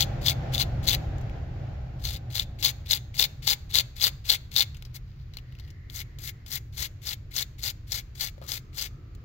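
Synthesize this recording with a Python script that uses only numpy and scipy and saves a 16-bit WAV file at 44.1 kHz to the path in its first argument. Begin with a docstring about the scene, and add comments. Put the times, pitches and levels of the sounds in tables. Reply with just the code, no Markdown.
"""In a garage, over an engine bay, gloved fingers hold a metal battery terminal close to a phone.
A small wire brush scrubs it: force-driven clicks and slipping tufts excite the ring of the wires.
In each stroke the wires graze, bite, then snap off the edge one by one; gloves crackle in the pause.
Outside, a vehicle rumbles away and leaves a low drone of traffic, all coloured noise and one tone;
faint airy whirs, narrow bands of noise, come and go."""
import sys
import numpy as np
from scipy import signal
from scipy.fft import rfft, irfft
from scipy.io import wavfile
from scipy.ndimage import uniform_filter1d

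SR = 44100
rng = np.random.default_rng(int(sys.argv[2]) if len(sys.argv) > 2 else 0)


def wrap_up_sound(samples):
    """Save the sound to the file named by the first command line argument, as 16-bit audio."""
    columns = np.atleast_2d(samples).T
    # keep every value between -1 and 1, then stretch to whole-number steps
    tamed = np.clip(columns, -1, 1)
    steps = np.round(tamed * 32767).astype(np.int16)
    wavfile.write(sys.argv[1], SR, steps)


N = 407484
T = np.arange(N) / SR


def undb(db):
    """Logarithmic level: decibels become an amplitude gain."""
    return 10 ** (np.asarray(db) / 20)


def unit(x):
    """Energy normalisation: scale a response to unit energy."""
    return x / np.sqrt(np.sum(x ** 2))


def add(track, s, sound):
    """Superposition: mix a short sound in at time s."""
    i = max(int(s * SR), 0)
    track[i:i + len(sound)] += sound[:max(N - i, 0)]


def through(x, response):
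    """Convolution: pass a sound through an impulse response."""
    return signal.oaconvolve(x, response)[:len(x)]


def colour(points, size=1024):
    """Minimum phase: causal impulse response of a (Hz, dB) spectrum, by folding its cepstrum."""
    hz, db = np.transpose(points)
    f = np.maximum(np.arange(size // 2 + 1) * SR / size, 1)
    gain = undb(np.interp(np.log(f), np.log(hz), db))
    cepstrum = irfft(np.log(gain))
    cepstrum[1:size // 2] *= 2
    cepstrum[size // 2 + 1:] = 0
    return irfft(np.exp(rfft(cepstrum)))


def burst(t60):
    """Exponential decay: noise that falls 60 dB in t60 seconds, at unit energy."""
    t = T[:int(t60 * SR) + 2]
    return unit(rng.standard_normal(len(t)) * np.exp(-np.log(1000) * t / t60))


def mode(hz, width, size=2048):
    """Damped resonance: the ring of one mode, its gain near 1 at the centre."""
    t = T[:size]
    decay = np.exp(-np.pi * width * t)
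    return 2 * np.pi * width / SR * decay * np.cos(2 * np.pi * hz * t)


def walk(rate):
    """Slow fluctuation: random steps smoothed into a wander with a spread near 1."""
    k = int(SR / rate)
    steps = np.repeat(rng.standard_normal(N // k + 1), k)
    return 1.197 * uniform_filter1d(steps, k)[:N]


def clicks(rate, spread_db):
    """Shot noise: random clicks per second of uneven size and either sign, rms 1."""
    chance, size = rng.random(N), rng.standard_normal(N)
    x = (chance < rate / SR) * np.sign(size) * undb(spread_db * np.minimum(np.abs(size), 2))
    return x / np.sqrt(np.mean(x ** 2))


LAND_S, GRAZE_S, DIG_S, RELEASE_S = .009, .052, .018, .026
# Brush strokes. Each row: bite in seconds, scrub length in seconds,
# contact force in dB at the bite, contact force in dB at the lift.
STROKES = [(0, .031, -19.5, -26), (0.268, .052, -20.5, -29), (.54, .018, -32, -31),
           (.598, .028, -25.5, -25.5), (0.882, .065, -20.5, -23.5), (2.048, .12, -32, -42),
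           (2.356, .069, -29.5, -33.5), (2.642, .061, -19, -31.5), (2.912, .065, -19, -37),
           (3.195, .054, -19.5, -23), (3.477, .056, -18.5, -26), (3.749, .056, -17.5, -25.5),
           (4.013, .064, -24.5, -19), (4.298, .053, -20, -24.5), (4.568, .06, -19.5, -26),
           (4.954, .012, -41.5, -37), (5.953, .062, -34, -35), (6.244, .05, -37, -31.5),
           (6.517, .057, -30.5, -33), (6.781, .079, -34, -33), (7.072, .062, -29, -32),
           (7.365, .062, -25.5, -31), (7.637, .065, -28.5, -30.5), (7.925, .076, -28.5, -36.5),
           (8.206, .078, -27.5, -34.5), (8.492, .088, -32.5, -36.5), (8.783, 0.085, -28, -37)]


def phases():
    """Stroke kinematics: touch, bite and lift of every stroke; a mere flick has no long graze."""
    bite, scrub = np.transpose(STROKES)[:2]
    return np.transpose([bite - np.minimum(GRAZE_S, scrub), bite, bite + scrub])


# the graze follows a share of any change of the bite from a firm one, and swells towards the dig
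FIRM_DB, GRAZE_DB, GRAZE_FOLLOWS = -15, -44.5, 0.24
MID_GRAZE_DB, GRAZE_SWELL_DB, RELEASE_DB = 2.5, 6, -34
# strokes slower than a brisk one land more softly (dB per doubling of the scrub length)
BRISK_S, SLOW_LANDING_DB = 0.054, -8.5
# How the terminal is held, as the grip shifts. Each row: start in seconds,
# ring of the wires in dB over their scratch, fizz of the tips in dB before its common gain.
GRIPS = [(0, 9.5, -0.5), (.75, 5.5, 1), (4.8, -12, -2), (6.7, -3.5, -10.5)]


def pressure():
    """Contact force, with wire ring and tip fizz: land, graze, dig in to the bite, scrub, release."""
    force = np.zeros(N)
    for (touch, bite, lift), (_, scrub, bite_db, lift_db) in zip(phases(), STROKES):
        graze_db = GRAZE_DB + GRAZE_FOLLOWS * (bite_db - FIRM_DB)
        graze_db += SLOW_LANDING_DB * np.log2(max(scrub / BRISK_S, 1))
        dig = max(bite - DIG_S, touch)
        times = [touch - LAND_S, touch, (touch + dig) / 2, dig, bite, lift, lift + RELEASE_S]
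        levels = [-80, graze_db, graze_db + MID_GRAZE_DB, graze_db + GRAZE_SWELL_DB,
                  bite_db, lift_db, lift_db + RELEASE_DB]
        span = slice(*np.searchsorted(T, [times[0], times[-1]]))
        force[span] += undb(np.interp(T[span], times, levels))
    start, ring_db, fizz_db = np.transpose(GRIPS)
    grip = np.searchsorted(start[1:], T)
    return force, undb(ring_db[grip]), undb(fizz_db[grip])


LEAD_IN_S = .003  # short noise that rises into the click


def tuft(hz, chatter_s=.007, chatter_db=1, twang_db=-3, twang_width_hz=600, lead_in_db=-6):
    """Stick-slip release: a tuft clicks free, its wires chatter and twang briefly at hz."""
    snap = undb(chatter_db) * burst(chatter_s)
    snap[0] += 1
    # a noise decay turned backwards rises into the click
    lead_in = undb(lead_in_db) * burst(2 * LEAD_IN_S)[:int(LEAD_IN_S * SR)][::-1]
    body = undb(twang_db) * unit(mode(hz, twang_width_hz, size=384))
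    body[0] += 1
    return unit(np.convolve(np.r_[lead_in, snap], body))


def slips(force, rate, spread_db, bite_hz=5100, lift_hz=2400, scatter_octaves=1.0):
    """Stick-slip: tufts let go unevenly; as the brush slides off, free length grows and pitch falls."""
    x = np.zeros(N)
    draws = rng.random((6000, 4))
    times = np.cumsum(.25 + 1.5 * draws[:, 0]) / rate
    pitch = np.interp(times, phases().ravel(), np.tile([lift_hz, bite_hz, lift_hz], len(STROKES)))
    for s, hz, (_, size, side, length) in zip(times, pitch, draws):
        if s < T[-1] and force[int(s * SR)] > 0:
            scattered_hz = hz * 2 ** (scatter_octaves * (length - .5))
            add(x, s, np.sign(side - .5) * undb(spread_db * size) * tuft(scattered_hz))
    return x / np.sqrt(np.mean(x[force > 0] ** 2))


def drag(force, drag_db=-6, drag_hz=2400, width_hz=550):
    """Sliding friction: lightly pressed wires rasp lower as a stroke lands and as it lifts."""
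    bent = np.interp(T, phases().ravel(), np.tile([1, 0, 1], len(STROKES))) ** 2
    rasp = force * bent * clicks(rate=600, spread_db=5.5)
    return undb(drag_db) * through(rasp, unit(mode(drag_hz, width_hz)))


# level is over the driving force, before the gain common to all snaps; both spreads are full widths
SNAPS_PER_S, LESSER_SNAP_DB, SNAP_SPREAD_DB = 65, 16, 4.5
SNAP_HZ, SNAP_SCATTER_OCTAVES = 3780, .25


def lesser_snaps(drive):
    """Driven release: rows (s, dB, Hz) of tufts that snap by chance, as strong as they are driven."""
    draws = rng.random((1500, 3))
    times = np.cumsum(.5 + draws[:, 0]) / SNAPS_PER_S
    rows = []
    for s, (_, size, length) in zip(times, draws):
        if s < T[-1] and drive[int(s * SR)] > 0:
            drive_db = 20 * np.log10(drive[int(s * SR)])
            db = drive_db + LESSER_SNAP_DB + SNAP_SPREAD_DB * (size - .5)
            rows.append((s, db, SNAP_HZ * 2 ** (SNAP_SCATTER_OCTAVES * (length - .5))))
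    return rows


# The hardest snaps of wires off the edge. Each row: click in seconds,
# level in dB before the common snap gain, pitch of the tuft in Hz.
SNAPS = [(.263, -4.5, 3370), (.283, 0, 3500), (.549, -7, 3740), (.58, -7.5, 3770), (.617, -10, 3860),
         (.875, -8.5, 3690), (2.053, -10, 3760), (2.089, -16.5, 4180), (2.355, -9.5, 4180),
         (2.38, -11, 3900), (2.397, -5, 3600), (2.627, -8, 3800), (2.65, 0, 4200), (2.659, -1, 3550),
         (2.91, -3.5, 3856), (2.932, 1, 3820), (3.196, -0.5, 3740), (3.226, -5, 3910), (3.474, -7, 3980),
         (3.491, -3.5, 3840), (3.755, 0.5, 4000), (3.787, 2, 4424), (4.041, 2, 4800), (4.3, -2, 3820),
         (4.564, 0, 3987), (4.607, 1.5, 4247), (7.37, -9, 4750), (7.427, -11.5, 3800), (7.92, -9, 5413),
         (8.519, -8.5, 5070)]
# Colour of wire tips scratching. Each row: frequency in Hz, relative level in dB.
SCRATCH = [(240, -34), (400, -19.5), (780, -17), (1010, -19.5), (1600, -8), (2100, -4.5), (2700, -17.5),
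           (4380, -2.5), (5600, -5.5), (6440, -5), (7750, -7), (8900, -11), (11800, -9.5), (16000, -9)]
# Resonances of the wires and the terminal. Each row: centre in Hz, width in Hz, relative level in dB.
RING = [(853, 59, -6), (1300, 1200, -23.5), (2780, 590, -5), (3490, 140, 0.5), (3612, 45, 3.5),
        (3865, 470, 3.5), (4322, 310, 7), (4700, 510, -0.5), (5080, 45, -4.5), (5550, 160, -26),
        (5844, 37, -3.5), (6290, 140, 2), (6800, 130, -9), (7230, 45, -14.5), (7480, 670, -8.5)]


def brush(hard_db=-24, scrape_db=-2, slip_db=-2, snap_db=4, fizz_db=-6, aside_db=-3):
    """Friction-driven resonance: light force scrapes finely, hard force makes tufts slip; wires ring.
    Returns the sound sent towards the phone and the scrape of the wires that face aside."""
    force, ring, fizz = pressure()
    hard = np.clip(force / (force + undb(hard_db)) + 0.017, 0, .95)
    fizz = fizz * (hard / .5) ** 0.33  # a mere graze sounds duller

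    scrape_gain = undb(scrape_db + 3.3 * walk(160)) * (1 - hard)
    scrape = scrape_gain * clicks(rate=4000, spread_db=5.5)
    slipping = undb(slip_db) * np.sqrt(hard) * slips(force, rate=280, spread_db=15.5)
    front = force * (scrape + slipping) + drag(force * (1 - hard))

    for s, db, hz in SNAPS + lesser_snaps(force * ring / np.hypot(1, ring)):
        snap = tuft(hz, chatter_s=0.0088, chatter_db=0.0, twang_db=-1.5, lead_in_db=-10.5)
        add(front, s - LEAD_IN_S, undb(db + snap_db) * snap)
    aside = undb(aside_db + 2 * walk(200)) * force * clicks(rate=2500, spread_db=2.5)

    scratch = unit(colour(SCRATCH))
    wires = unit(sum(undb(db) * mode(hz, width, size=4096) for hz, width, db in RING))
    tips = unit(colour([(2000, -28), (7000, -10.5), (11500, -4.0), (13300, -12.0), (15000, 0.0)]))
    share = 1 / np.sqrt(1 + ring ** 2)  # what goes into ringing is taken from the scratch
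    return [through(x * share, scratch)
            + through(x * share * ring, wires)
            + undb(fizz_db) * through(x * fizz, tips) for x in (front, aside)]


def air(points, db, side_db, alike_below_hz=450):
    """Spatial coherence: stereo noise of a given colour; long waves reach both ports alike."""
    response = unit(colour(points, size=16384))
    mid, side = (through(rng.standard_normal(N), response) for _ in range(2))
    high_pass = signal.butter(1, alike_below_hz, "high", fs=SR, output="sos")
    side = signal.sosfilt(high_pass, side)
    return undb(db) * (mid + undb(side_db) * side * np.array([[1], [-1]]))


# Rumble of traffic. Each row: time in seconds, level in dB before its wander.
TRAFFIC = [(0, -33), (.9, -32), (2, -36), (3.2, -41.5), (4.8, -40.5), (7, -43.5), (9.24, -42.5)]
# Tyre roar of the vehicle that leaves. Each row: time in seconds, level in dB before its wander.
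LEAVING = [(0, -43.5), (.6, -44), (1.1, -46.5), (1.6, -50.5), (2.2, -56.5), (3, -64), (4.5, -74),
           (6, -74.5), (9.24, -77)]
# Drone of distant tyres. Each row: time in seconds, level in dB before a common gain and its wander.
DRONE = [(0, -54), (1, -50), (2, -58.5), (3.5, -68), (5, -77), (5.7, -66), (6.7, -65), (7.5, -65.5),
         (8.3, -66), (9.24, -57)]
# Colours of the rumble, the roar and the still background.
# Each row: frequency in Hz, relative level in dB.
RUMBLE = [(13, -38), (22, -6.5), (48, 0), (119, -2), (137, -6), (168, -15.5), (230, -31), (300, -54),
          (510, -120)]
ROAR = [(120, -27), (200, -2), (387, -7), (432, -9), (538, -4.5), (806, -4), (899, -14.5), (1180, -18.5),
        (1450, -15), (4350, -30), (7010, -38), (7680, -44), (8580, -88.5), (10900, -56), (16000, -57.5)]
STILL = [(120, -31.5), (200, -0.5), (400, -7.5), (800, -26), (1000, -18), (1300, -17), (2200, -17),
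         (3500, -25), (4500, -23.5), (5600, -30), (7200, -32), (8300, -57), (10500, -51.5), (12000, -41.5),
         (16000, -43.5)]


def traffic(still_db=-64, engine_db=-34, exhaust_db=6):
    """Broadband and tonal sources: rumble and far tyres; the leaving roar, exhaust and engine note."""
    leaving = np.interp(T, *np.transpose(LEAVING))
    rumble_level = np.interp(T, *np.transpose(TRAFFIC)) + 0.92 * walk(12)
    rumble = air(RUMBLE, rumble_level, side_db=-8.5)

    drone_colour = [(120, -33.5), (200, -2.5), (300, 4), (450, -6), (800, -20.5), (2000, -53)]
    drone_level = np.interp(T, *np.transpose(DRONE)) - 1 + 1.5 * walk(9)
    drone = air(drone_colour, drone_level, side_db=-7.5)

    roar = air(ROAR, leaving + walk(9.8), side_db=0.0)
    exhaust_colour = [(40, -30.5), (100, -1), (135, 2.5), (180, -8), (260, -22.5), (500, -67.5)]
    exhaust = air(exhaust_colour, leaving + exhaust_db, side_db=-10)
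    still = air(STILL, still_db + .9 * walk(4.5), side_db=0.0)

    # the engine note wavers in pitch and level and fades more slowly than the tyres
    phase = 2 * np.pi * np.cumsum(126 * (1 + 0.0353 * walk(14))) / SR
    engine_level = engine_db + .66 * (leaving - leaving.max()) + 3 * walk(12)
    engine = undb(engine_level) * np.sin(phase)
    return rumble + drone + roar + exhaust + still + engine


# Gloves, brush and terminal being handled. Each row: start in seconds, level in dB of the excitation,
# resonance in Hz, decay time t60 in seconds.
TICKS = [(1.183, -33, 6500, .015), (1.212, -34, 6400, .03), (1.297, -30, 2300, .02),
         (4.746, -25, 2780, 0.064), (4.769, -28.5, 6500, 0.041), (4.824, -22.5, 5460, 0.012),
         (4.851, -25.5, 4700, 0.062), (5.337, -27, 4050, 0.072), (5.37, -16, 4130, 0.017),
         (5.386, -25.5, 2870, 0.041), (5.524, -34, 3000, 0.013), (5.552, -34, 2780, .017),
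         (5.588, -29.5, 2520, 0.039), (5.598, -26.5, 4240, 0.043), (5.678, -31, 2800, 0.11),
         (5.704, -30.5, 5540, .036), (5.899, -22.5, 3710, .02), (6.187, -21, 6450, .035),
         (6.463, -23.5, 4500, .03), (8.38, -25.5, 526, .046), (8.416, -17.5, 580, 0.097),
         (8.424, -20.5, 1210, 0.31), (8.427, -36, 4000, .04), (9.15, -34, 6810, .025)]


def handling(crackle_db=-64):
    """Impact excitation: ticks of one resonance each, and glove crackle, strongest at the regrip."""
    out = np.zeros(N)
    skin = unit(colour([(500, -14), (2000, -5.5), (4500, 0.5), (7000, -16.5), (9000, -22),
                        (12000, -17), (16000, -16)]))
    for s, db, hz, t60 in TICKS:
        body = unit(mode(hz, hz / 5))
        body[:len(skin)] += skin * min(hz / 4500, 1)  # dull knocks have little scratch
        knock = np.r_[.6, burst(t60)]
        add(out, s, undb(db) * signal.fftconvolve(knock, body))
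    regrip = np.interp(T, [4.68, 4.8, 5.05, 5.3, 5.45, 5.55, 5.72, 5.8],
                       [0.14, 1, 0.41, 0.7, 0.2, 1, 0.86, 0.078])
    crackle = undb(crackle_db + 2.9 * walk(22)) * regrip * clicks(rate=900, spread_db=7)
    rubber = unit(colour([(800, -10.0), (2500, -3.0), (4500, 3.5), (7000, -13), (9000, -23),
                          (16000, -13.5)]))
    return out + through(crackle, rubber)


# Faint airy whirs. Each row: start in seconds, end in seconds, centre in Hz, width in Hz,
# level in dB at the height of the swell, before its wander.
WHIRS = [(5.303, 6.591, 1946, 380, -67), (8.2, 9.7, 1263, 190, -70.5)]


def whirs():
    """Narrow-band noise: far-off bands that swell, waver and fade."""
    out = np.zeros((2, N))
    for start, end, hz, width, db in WHIRS:
        swell = np.sqrt(np.interp(T, [start, (start + end) / 2, end], [0, 1, 0]))
        band = [(hz - 2 * width, -45), (hz - width / 2, -3), (hz, 0),
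                (hz + width / 2, -3), (hz + 2 * width, -45)]
        out += swell * air(band, db + 0.53 * walk(3.9), side_db=0)
    return out


ROOM_T60_S, ROOM_DB = 0.45, -21
PORT_LAG_SAMPLES = 13  # the right port hears the near sound later
# How much weaker the near sound is at the right port. Each row: frequency in Hz, gain in dB.
SHADOW = [(300, -11.5), (800, -12.5), (2000, -9.5), (3500, -7.5), (5000, -15), (7500, -21.5), (9500, -18.5),
          (12000, -18), (16000, -15.5)]


def garage(x, aside, bay_t60_s=0.039, left_bay_db=-11, right_bay_db=-5):
    """Precedence and reverberation: left port first; the bay scatters and the garage rings on."""
    bay_delay = np.zeros(PORT_LAG_SAMPLES * 2)
    left = x + undb(left_bay_db) * through(x, np.r_[bay_delay, burst(bay_t60_s)])
    right = x + aside + undb(right_bay_db) * through(x, np.r_[bay_delay, burst(bay_t60_s)])
    right = through(right, np.r_[np.zeros(PORT_LAG_SAMPLES), colour(SHADOW)])
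    room = colour([(300, 12.5), (2300, -2), (3800, -8.5), (5200, -8.5), (7000, -2), (9000, -17.5),
                   (12000, -10.5), (16000, -14.0)])
    far = through(x, room)
    tails = [through(far, burst(ROOM_T60_S)) for _ in range(2)]
    return np.array([left, right]) + undb(ROOM_DB) * np.array(tails)


def scene():
    """Superposition: brush and hands in the garage, traffic outside and faint whirs."""
    front, aside = brush()
    return garage(front + handling(), aside) + traffic() + whirs()


def record(dry, top_hz=15800):
    """Port response: the phone's ports swallow a band near 9 kHz; peaks round off, the top is cut."""
    ports = colour([(7400, 0.5), (8300, -4.0), (9300, -6), (10300, -4.5), (11300, 4.5)])
    heard = np.array([through(channel, ports) for channel in dry])
    low_pass = signal.ellip(10, .2, 70, top_hz, fs=SR, output="sos")
    return signal.sosfilt(low_pass, np.tanh(heard))


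dry = scene()
out = record(dry)
wrap_up_sound(out)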